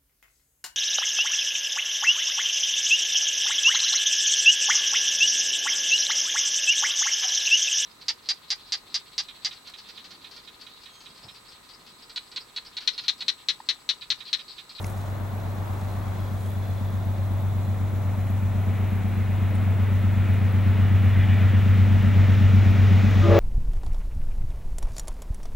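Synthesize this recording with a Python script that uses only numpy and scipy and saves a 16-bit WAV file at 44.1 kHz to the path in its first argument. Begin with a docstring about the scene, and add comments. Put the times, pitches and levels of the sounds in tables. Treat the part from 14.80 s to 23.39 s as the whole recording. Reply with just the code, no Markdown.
"""A twelve-cylinder diesel locomotive approaches a rural level crossing under load, heard from beside the track.
Its exhaust is a train of unequal pulses, a pattern repeated eight times a second, sent through muffler and stack.
Shaped noise makes the rush of wheels and fans, louder and brighter as it nears; at the very end the air horn,
built from swelling harmonics, opens. Pulsing noise bands make insects, sliding sines a far bird, and short noise
bursts faint rustles; a light breeze and the camera's own hiss and whine lie behind."""
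import sys
import numpy as np
from scipy import signal
from scipy.fft import rfft, irfft, next_fast_len
from scipy.io import wavfile
from scipy.ndimage import uniform_filter1d

SR = 44100
rng = np.random.default_rng(int(sys.argv[2]) if len(sys.argv) > 2 else 0)


def unload_audio(sound):
    """Save the sound as a 16-bit wav file, at the path given as the first command line argument."""
    columns = np.transpose(np.atleast_2d(sound))
    # keep every value between -1 and 1, then stretch to whole-number steps
    steps = np.round(np.clip(columns, -1, 1) * 32767)
    wavfile.write(sys.argv[1], SR, steps.astype(np.int16))


N = 378819
T = np.arange(N) / SR
PADDED = 2 * next_fast_len(N // 2 + SR // 2, True)  # transform length with room for tails


def undb(db):
    """Turn decibels into a gain."""
    return 10 ** (np.asarray(db) / 20)


def unit(x):
    """Scale a sound to an average (rms) strength of 1."""
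    return x / np.sqrt(np.mean(x ** 2))


def sine(hz):
    """A sine whose pitch may change from sample to sample."""
    return np.sin(2 * np.pi * np.cumsum(hz) / SR)


def curve(rows):
    """Join (time, value) points by straight lines."""
    seconds, values = np.transpose(rows)
    return np.interp(T, seconds, values)


def log_frequencies():
    """Logarithms of the transform's frequencies, with those below 1 Hz held at 1 Hz."""
    return np.log(np.maximum(np.fft.rfftfreq(PADDED, 1 / SR), 1))


def colour(x, points, ringing=False):
    """Filter by a spectrum of (Hz, dB) points; a ringing body answers only after it is struck."""
    hz, db = np.transpose(points)
    gain = undb(np.interp(log_frequencies(), np.log(hz), db))
    if ringing:
        # minimum phase: fold the cepstrum so that nothing sounds ahead of the blow
        cepstrum = irfft(np.log(gain))[:PADDED // 2]
        gain = np.exp(2 * rfft(cepstrum, PADDED) - cepstrum[0])
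    return irfft(rfft(x, PADDED) * gain, PADDED)[..., :N]


def resonate(x, hz, width):
    """A resonance, applied twice for steep skirts."""
    b, a = signal.iirpeak(min(hz, SR / 2 - 1), hz / (1.5 * width), fs=SR)
    once = signal.lfilter(b, a, x)
    return signal.lfilter(b, a, once)


def split(x, edge_hz):
    """The parts of a sound below and above a frequency."""
    lowpass = signal.butter(8, edge_hz, fs=SR, output="sos")
    low = signal.sosfiltfilt(lowpass, x, padlen=0)
    return low, x - low


def walk(rate):
    """Smooth random wander with a spread near 1, drawing about `rate` new values a second."""
    k = max(int(SR / rate), 2)
    steps = np.repeat(rng.standard_normal(N // k + 1), k)
    smooth = uniform_filter1d(uniform_filter1d(steps, k), k)
    return unit(smooth)[:N]


def stereo_noise(side_db):
    """Noise shared by both ears, plus a part of opposite sign in each."""
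    mid, side = rng.standard_normal((2, N))
    return mid + undb(side_db) * np.array([side, -side])


def pulses(times, sizes):
    """Single-sample impulses at the given times."""
    inside = (times >= 0) & (times < (N - 1) / SR)
    return np.bincount((times[inside] * SR).astype(int), sizes[inside], N)


def opening(start, rise):
    """A straight rise from 0 to 1 that then stays open."""
    return np.clip((T - start) / rise, 0, 1)


def envelope(start, attack, hold, release):
    """A straight rise, a hold and an exponential fall."""
    return opening(start, attack) * np.exp(-np.maximum(T - start - attack - hold, 0) / release)


def woods(x, t60, wet_db):
    """The direct sound plus its scatter from the trees, different at each ear; t60 is the 60 dB decay in s."""
    t = T[:SR]
    decay = undb(-60 * t / t60)
    build_up = 1 - np.exp(-t / 0.014)
    tail = rng.standard_normal((2, SR)) * decay * build_up
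    tail /= np.sqrt(np.sum(tail ** 2, axis=1, keepdims=True))
    return x + undb(wet_db) * signal.fftconvolve(x[None], tail, axes=1)[:, :N]


def nearing(db, loss_db_per_m):
    """Level in dB on the approach: sound spreads as 1 / distance and ground and air take more with each metre."""
    start_m, train_m_per_s = 217.5, 16.83  # distance at the start, steady speed towards the crossing
    reference_m = 100  # the distance at which `db` is the level
    metres = np.maximum(start_m - train_m_per_s * T, 10)
    return db - 20 * np.log10(metres / reference_m) - loss_db_per_m * (metres - reference_m)


def hidden():
    """How far the bend still screens the locomotive, from 1 down to 0."""
    clears_s, clearing_s = 3.52, 0.58  # when it comes out, how gradually
    return (1 - np.tanh((T - clears_s) / (2 * clearing_s))) / 2


def camera():
    """Electronic hiss, a thin buzz pulsing at the picture rate, and steady whines."""
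    # hiss spectrum: (frequency [Hz], relative level [dB])
    hiss_spectrum = [(100, 9), (2000, 6.5), (5000, -2), (8000, -2), (11000, -1), (14000, -1), (16000, -7)]
    # steady tones: (frequency [Hz], level [dB])
    whine_tones = [(7882, -79), (10369, -76.5), (15734, -63)]
    hiss = unit(colour(stereo_noise(side_db=-25.0), hiss_spectrum)) * undb(-55.5)
    picture_hz = 59.94
    gate = np.exp(-((T * picture_hz) % 1) / 0.26)  # fades within each picture
    grains = rng.standard_normal(N) * gate * undb(2.2 * walk(70))
    buzz = unit(resonate(grains, 12480, 700)) * undb(-65)
    whine = sum(np.sqrt(2) * undb(db) * np.sin(2 * np.pi * hz * T) for hz, db in whine_tones)
    return hiss + buzz + whine


def breeze(db=-53):
    """Light air rumbles on each microphone port separately, as low noise around 42 Hz."""
    rumble = unit(resonate(rng.standard_normal((2, N)), 42, 40))
    return rumble * undb(db + 1.2 * walk(1.5))


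def chirr(hz, width, rate, db, depth=0.24):
    """One insect voice: a narrow noise band that pulses and swells."""
    chirp = 1 + depth * sine(rate * (1 + 0.144 * walk(4)))
    band = unit(resonate(stereo_noise(side_db=0), hz, width))
    return band * chirp * undb(db + walk(1.94))


def insects():
    """A distant chorus in the verge, each voice in its own band and rhythm."""
    # voices: (centre [Hz], width [Hz], average chirp rate [1/s], average level [dB])
    voices = [(3560, 520, 14, -61), (3520, 90, 5, -70), (4090, 70, 2.2, -66.7), (6530, 1900, 11, -63),
              (7600, 300, 9, -75.5)]
    return sum(chirr(*voice) for voice in voices)


def rustles(grain_db=3.0):
    """Brief grainy swishes and ticks close by: noise bands that swell and fade in a bell shape."""
    # swishes: (middle [s], spread [s], centre [Hz], width [Hz], level [dB])
    swishes = [(0.044, .002, 2100, 450, -41), (0.045, .002, 5700, 1500, -43),
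               (0.06, 0.052, 8460, 6000, -51.5), (.22, 0.056, 5970, 5000, -57),
               (1.5, 0.83, 3930, 2500, -61), (1.06, 0.14, 7000, 6000, -61.5), (1.65, .07, 7960, 6000, -56),
               (4.756, .007, 9500, 1500, -53.5), (5.54, .008, 10200, 1800, -58.5)]
    grains = stereo_noise(side_db=-12) * undb(grain_db * walk(300))
    out = 0
    for middle, spread, hz, width, db in swishes:
        swell = np.exp(-((T - middle) / spread) ** 2 / 2)
        out = out + unit(resonate(grains, hz, width)) * undb(db) * swell
    return out


def bird(uneven_db=0.5):
    """A small bird twitters far off: quick sine notes that each slide down, blurred by the trees."""
    # notes: (middle [s], pitch at the middle [Hz], level [dB])
    notes = [(1.24, 3230, -60), (1.283, 3280, -61.5), (1.318, 3280, -57), (1.358, 3310, -58.5),
             (1.401, 3310, -57), (1.445, 3260, -60), (1.486, 3250, -58.5), (1.524, 3320, -61),
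             (1.568, 3300, -61), (1.61, 3270, -62), (1.653, 3220, -58.5), (1.687, 3330, -57.5),
             (1.714, 3520, -59), (1.756, 3410, -56.5), (1.792, 3480, -61), (1.83, 3440, -57),
             (1.872, 3500, -61), (1.907, 3460, -58.5), (1.98, 3430, -53), (2.018, 3550, -57),
             (2.055, 3470, -61), (2.09, 3450, -56.5), (2.245, 3600, -59.5)]
    spread_s, fall_hz_per_s = .0058, 6000  # spread of a note's bell shape, downward slide
    out = np.zeros(N)
    for middle, hz, db in notes:
        near = np.abs(T - middle) < 5 * spread_s
        t = T[near] - middle
        phase = 2 * np.pi * (hz * t - fall_hz_per_s * t ** 2 / 2)
        swell = np.exp(-(t / spread_s) ** 2 / 2)
        out[near] += np.sqrt(2) * undb(db) * swell * np.sin(phase)
    return woods(out * undb(uneven_db * walk(200)), t60=.4, wet_db=-8)


def far_rush():
    """A distant mid-pitched rush of noise holds for a moment, flares once and dies away."""
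    # rushes: (start [s], attack [s], hold [s], release [s], centre [Hz], width [Hz], level [dB])
    rushes = [(-.1, 0.093, 1.36, 0.82, 850, 735, -47), (.8, .07, .05, .07, 820, 350, -44.5)]
    out = 0
    for *shape, hz, width, db in rushes:
        band = unit(resonate(stereo_noise(side_db=-1.5), hz, width))
        out = out + band * envelope(*shape) * undb(db + 0.88 * walk(8.9))
    return out


def flanges(judder_db=1.5):
    """Wheel flanges scrape the curve: juddering noise rings the steel at a few pitches."""
    # ringing of the steel: (frequency [Hz], width [Hz], relative level [dB])
    steel_modes = [(1950, 330, 2), (2330, 330, .3), (2800, 420, -2.5), (3280, 330, -10)]
    # the air takes the top off that ringing: (frequency [Hz], gain [dB])
    dulling = [(3200, 0), (4000, -9), (5000, -22)]
    # scrapes: (start [s], attack [s], hold [s], release [s], level [dB])
    scrapes = [(3.7, .12, .1, .25, -56), (5.3, .12, .1, .17, -50), (5.94, .08, .13, .15, -48),
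               (6.22, .12, .06, .2, -40.6), (6.46, .04, .1, .35, -46.5), (6.8, .6, 1, .5, -46)]
    scrape = stereo_noise(side_db=-39)
    ringing = sum(undb(db + 2 * walk(14)) * resonate(scrape, hz, width) for hz, width, db in steel_modes)
    pressing = sum(undb(db) * envelope(*shape) for *shape, db in scrapes)
    return unit(colour(ringing, dulling) * undb(judder_db * walk(60))) * pressing


def rolling():
    """The train roars from afar; wheels and fans add treble as the bend clears and less air lies between."""
    # low roar of the train: (frequency [Hz], relative level [dB])
    roar_spectrum = [(20, -12), (45, 6), (90, 0), (150, 6), (250, 1.5), (350, -0.5), (470, -4), (620, 0.5),
                     (800, -2.5), (1100, -6), (1500, -13.5), (2200, -20), (4000, -53)]
    # rush of wheels and fans: (frequency [Hz], relative level [dB])
    rush_spectrum = [(150, -7), (350, 4), (450, 4), (600, -4.5), (900, -16), (1300, 1.5), (1600, -1.5),
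                     (2000, 0.5), (2400, -1.5), (3000, -8), (3700, -14), (4400, -22), (6000, -33),
                     (9000, -67)]
    # highest treble: (frequency [Hz], relative level [dB])
    hiss_spectrum = [(2000, -20), (3500, 8), (4500, -1), (5500, -0.5), (7000, -5.5), (8000, -18),
                     (10000, -35), (14000, -39)]
    wagons_db = -39  # steady roar of the wagons far behind
    shadow_db = -10.5  # how much the bend hides the rush
    # each call of nearing: level at the reference distance (dB), loss on the way (dB per m)
    roar_gain = np.hypot(undb(wagons_db), undb(nearing(-39.5, 0.048)))
    rush_db = nearing(-38.5, 0.02) + shadow_db * hidden()
    hiss_db = nearing(-54.5, 0.2336)
    roar = unit(colour(stereo_noise(side_db=-6.0), roar_spectrum)) * roar_gain * undb(.5 * walk(6.7))
    rush = unit(colour(stereo_noise(side_db=-14.0), rush_spectrum)) * undb(rush_db + .5 * walk(9))
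    hiss = unit(colour(stereo_noise(side_db=-14.0), hiss_spectrum)) * undb(hiss_db + .5 * walk(12))
    return roar + rush + hiss + flanges()


def horn_whistle(waver=.005):
    """The first air whistles through a reed: one wavering sine."""
    # whistle: (opens at [s], rise [s], average pitch [Hz], average level [dB])
    whistle = (8.405, .025, 1227, -35)
    start, rise, hz, db = whistle
    return opening(start, rise) * undb(db + walk(50)) * sine(hz * (1 + waver * walk(90)))


def horn_air():
    """Air rushes through the horn's bells: shaped noise that rises as they open."""
    # rush of air: (frequency [Hz], relative level [dB])
    air_spectrum = [(250, -30), (400, 0), (650, 0), (800, -8), (1100, -7), (1500, -14), (2500, -14.5),
                    (4000, -25), (8000, -50)]
    air = unit(colour(rng.standard_normal(N), air_spectrum))
    return air * opening(8.425, .11) * undb(-30.5)


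def horn(waver=.005, flutter_db=1.6, rasp_db=-19, bloom=.7):
    """Reed-driven bells speak one after another; pitch and overtones come up as the pressure builds."""
    # bells: (opens at [s], rise [s], pitch [Hz], level [dB],
    # second harmonic [dB against the first], third harmonic [dB against the first])
    bells = [(8.416, .035, 340, -20.6, -14, -20), (8.43, .1, 414, -23.5, -6, -13),
             (8.467, .06, 463, -21.5, -16.5, -22), (8.465, .045, 564, -19, -15.5, -20),
             (8.398, .14, 590, -22.5, -13, -26), (8.452, .08, 657, -29, -21, -16)]
    brass_db, brass_fall_db, brass_rise_s = -22.5, 2.8, .13  # fourth harmonic, fall per harmonic, swell
    scoop = .022  # how flat a bell starts, as a share of its pitch
    out = horn_whistle()
    for start, rise, hz, db, second_db, third_db in bells:
        pressure = opening(start, rise)
        bend = 1 - scoop * (1 - pressure) + waver * walk(120)
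        phase = 2 * np.pi * np.cumsum(hz * bend) / SR + rng.uniform(0, 2 * np.pi)
        on = pressure > 0
        tone = np.zeros(N)
        # the reed's closing snap adds a falling row of brassy overtones, which swell after the low ones
        swell = opening(start, brass_rise_s)[on]
        brass = [swell * undb(brass_db - brass_fall_db * k) for k in range(9)]
        sizes = [1, undb(second_db), undb(third_db), *brass]
        for k, size in enumerate(sizes, 1):
            # higher harmonics wait for more pressure
            tone[on] += size * pressure[on] ** (k ** bloom) * np.sin(k * phase[on])
        # a reed that has not settled yet rasps a little
        rasp = 1 + undb(rasp_db) * walk(440)
        out = out + tone * rasp * undb(db + flutter_db * walk(50))
    return woods(out + horn_air(), t60=0.67, wet_db=-13)


def treeline(boom, bark):
    """Echoes from trees by the track: the engine nears them more slowly, so they sound flat and beat against it."""
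    # echoes: (delay at the anchor time [s], share by which they are flat, boom level [dB], bark level [dB])
    echoes = [(.1034, .0285, -18, -11), (.157, .019, -33, -16), (.19, .043, -33, -16)]
    anchor_s = 7
    level_s, onset_s = 6.5, .5  # when the locomotive draws level with the trees, how gradually
    beside = (1 + np.tanh((T - level_s) / onset_s)) / 2
    out = 0
    for delay, flat, boom_db, bark_db in echoes:
        left_at = T - delay - flat * (T - anchor_s)
        out = out + np.interp(left_at, T, undb(boom_db) * boom + undb(bark_db) * bark)
    return out * beside


def muffler_boom(fired, scatter_db=.7, jitter_ms=0.054):
    """Twelve unequal firings a turn boom through the muffler."""
    # firings of one turn, in order: (average lateness [ms], strength [dB])
    cylinders = [(-0.32, -2), (0.41, 0.5), (0.093, -4), (0.54, 1.4), (0.43, -2), (0.33, -0.55), (0.97, -4),
                 (0.1, -2.5), (0.36, -3), (-0.51, -2.5), (-0.58, -4.5), (0.5, -5)]
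    # muffler response: (frequency [Hz], relative level [dB])
    muffler_response = [(5, -68), (15, -31), (30, -35), (48, 2), (62, -16), (72, 3), (80, 8), (88, 3),
                        (96, 1), (120, 0.5), (144, -5.5), (160, -31), (192, -53), (300, -38.5), (600, -80)]
    # boom swelling unevenly as it nears: (time [s], level [dB])
    boom_level = [(0, -31), (1.3, -29), (2.7, -24.0), (3.05, -25), (3.85, -22.5), (4.3, -24.5), (4.9, -20),
                  (5.75, -19), (6.2, -16.5), (7.3, -16), (7.8, -14), (8.12, -15.5), (8.55, -16.7)]
    late_ms, strength_db = np.transpose(cylinders)
    slip, force = rng.standard_normal((2, *fired.shape))
    # weak cylinders burn less evenly than strong ones
    unsteady = undb(-strength_db)
    delay = (late_ms + jitter_ms * slip) / 1000
    firings = pulses(fired + delay, undb(strength_db + scatter_db * unsteady * force))
    # the deepest throb swells evenly with the approach
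    throb, boom = split(unit(colour(firings, muffler_response)), 78)
    return boom * undb(curve(boom_level)) + throb * undb(nearing(-17, 0.04))


def stack_bark(turn_starts, scatter_db=.85):
    """Sharp blow-downs ring the stack on every turn; the bend also screens its upper ring."""
    # blow-downs of one turn: (delay after the first cylinder's nominal firing [ms], average strength [dB])
    blow_downs = [(-5.7, 0), (4.3, -5.6), (19.4, -9.8), (27.3, -9.8), (41.1, -5.8), (53.6, -4.8),
                  (76.9, -6.6), (91.9, -10.5)]
    # stack response: (frequency [Hz], relative level [dB])
    stack_response = [(80, -32.5), (128, -20.5), (140, -4), (153, -19), (168, -4.5), (184, 1), (201, -1),
                      (216, 2), (240, -3), (250, -5), (270, -16.5), (286, -9.5), (325, -29.5), (360, -18),
                      (450, -36), (900, -74.5)]
    # stack as it nears: (time [s], level [dB])
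    bark_level = [(0, -43), (2, -38.3), (3.2, -36.2), (4.4, -33.4), (5.4, -32.1), (6.4, -30.5), (7.1, -28),
                  (8.5, -27)]
    after_ms, sharp_db = np.transpose(blow_downs)
    barked = turn_starts + after_ms / 1000
    # weak blow-downs vary more than strong ones
    uneven_db = scatter_db * undb(-sharp_db) * rng.standard_normal(barked.shape)
    blows = pulses(barked, undb(sharp_db + uneven_db))
    bark, ring = split(unit(colour(blows, stack_response, ringing=True)), 190)
    ring_db, ring_shadow_db = -0.8, -3  # in the open, and added while hidden
    return (bark + ring * undb(ring_db + ring_shadow_db * hidden())) * undb(curve(bark_level))


def exhaust():
    """The crankshaft's turns time the muffler's boom and the stack's bark, which the trees scatter and echo."""
    # engine speed as heard: (time [s], crankshaft speed [turns/s])
    engine_speed = [(0, 8.125), (.8, 8.122), (1.7, 8.052), (3.2, 8.067), (4.4, 8.04), (5, 8.025),
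                    (6.2, 8.014), (8.6, 8.014)]
    first_turn = .70  # share of a turn already done at the start
    turns = first_turn + np.cumsum(curve(engine_speed)) / SR
    count = np.arange(int(turns[-1]) + 1)[:, None]
    # one row a turn, one column a cylinder; firings outside the scene land at -1 s
    fired = np.interp(count + np.arange(12) / 12, turns, T, left=-1, right=-1)
    muffler = muffler_boom(fired)
    stack = stack_bark(fired[:, :1])
    return muffler + woods(stack, t60=0.66, wet_db=-12) + treeline(muffler, stack)


def ports(x, pan_db=1.3):
    """The train is a little louder in the left port, and its bass is shifted in phase between the two."""
    # phase between the microphone ports: (frequency [Hz], lead of the left [rad])
    port_phase = [(30, -0.42), (100, -0.41), (340, -0.71), (1000, -0.0049)]
    hz, lead = np.transpose(port_phase)
    # half of the level and phase difference goes to each port
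    half = undb(pan_db / 2) * np.exp(.5j * np.interp(log_frequencies(), np.log(hz), lead))
    return irfft(rfft(x, PADDED) * np.array([half, 1 / half]), PADDED)[:, :N]


def scene():
    """The train comes from slightly left of centre over the quiet verge."""
    verge = camera() + breeze() + insects() + rustles() + bird()
    train = far_rush() + rolling() + horn() + exhaust()
    return verge + ports(train)


def record(dry):
    """The camera cuts the top steeply, above 15.9 kHz."""
    lowpass = signal.ellip(12, .1, 80, 15900, fs=SR, output="sos")
    return signal.sosfilt(lowpass, dry)


dry = scene()
out = record(dry)
unload_audio(out)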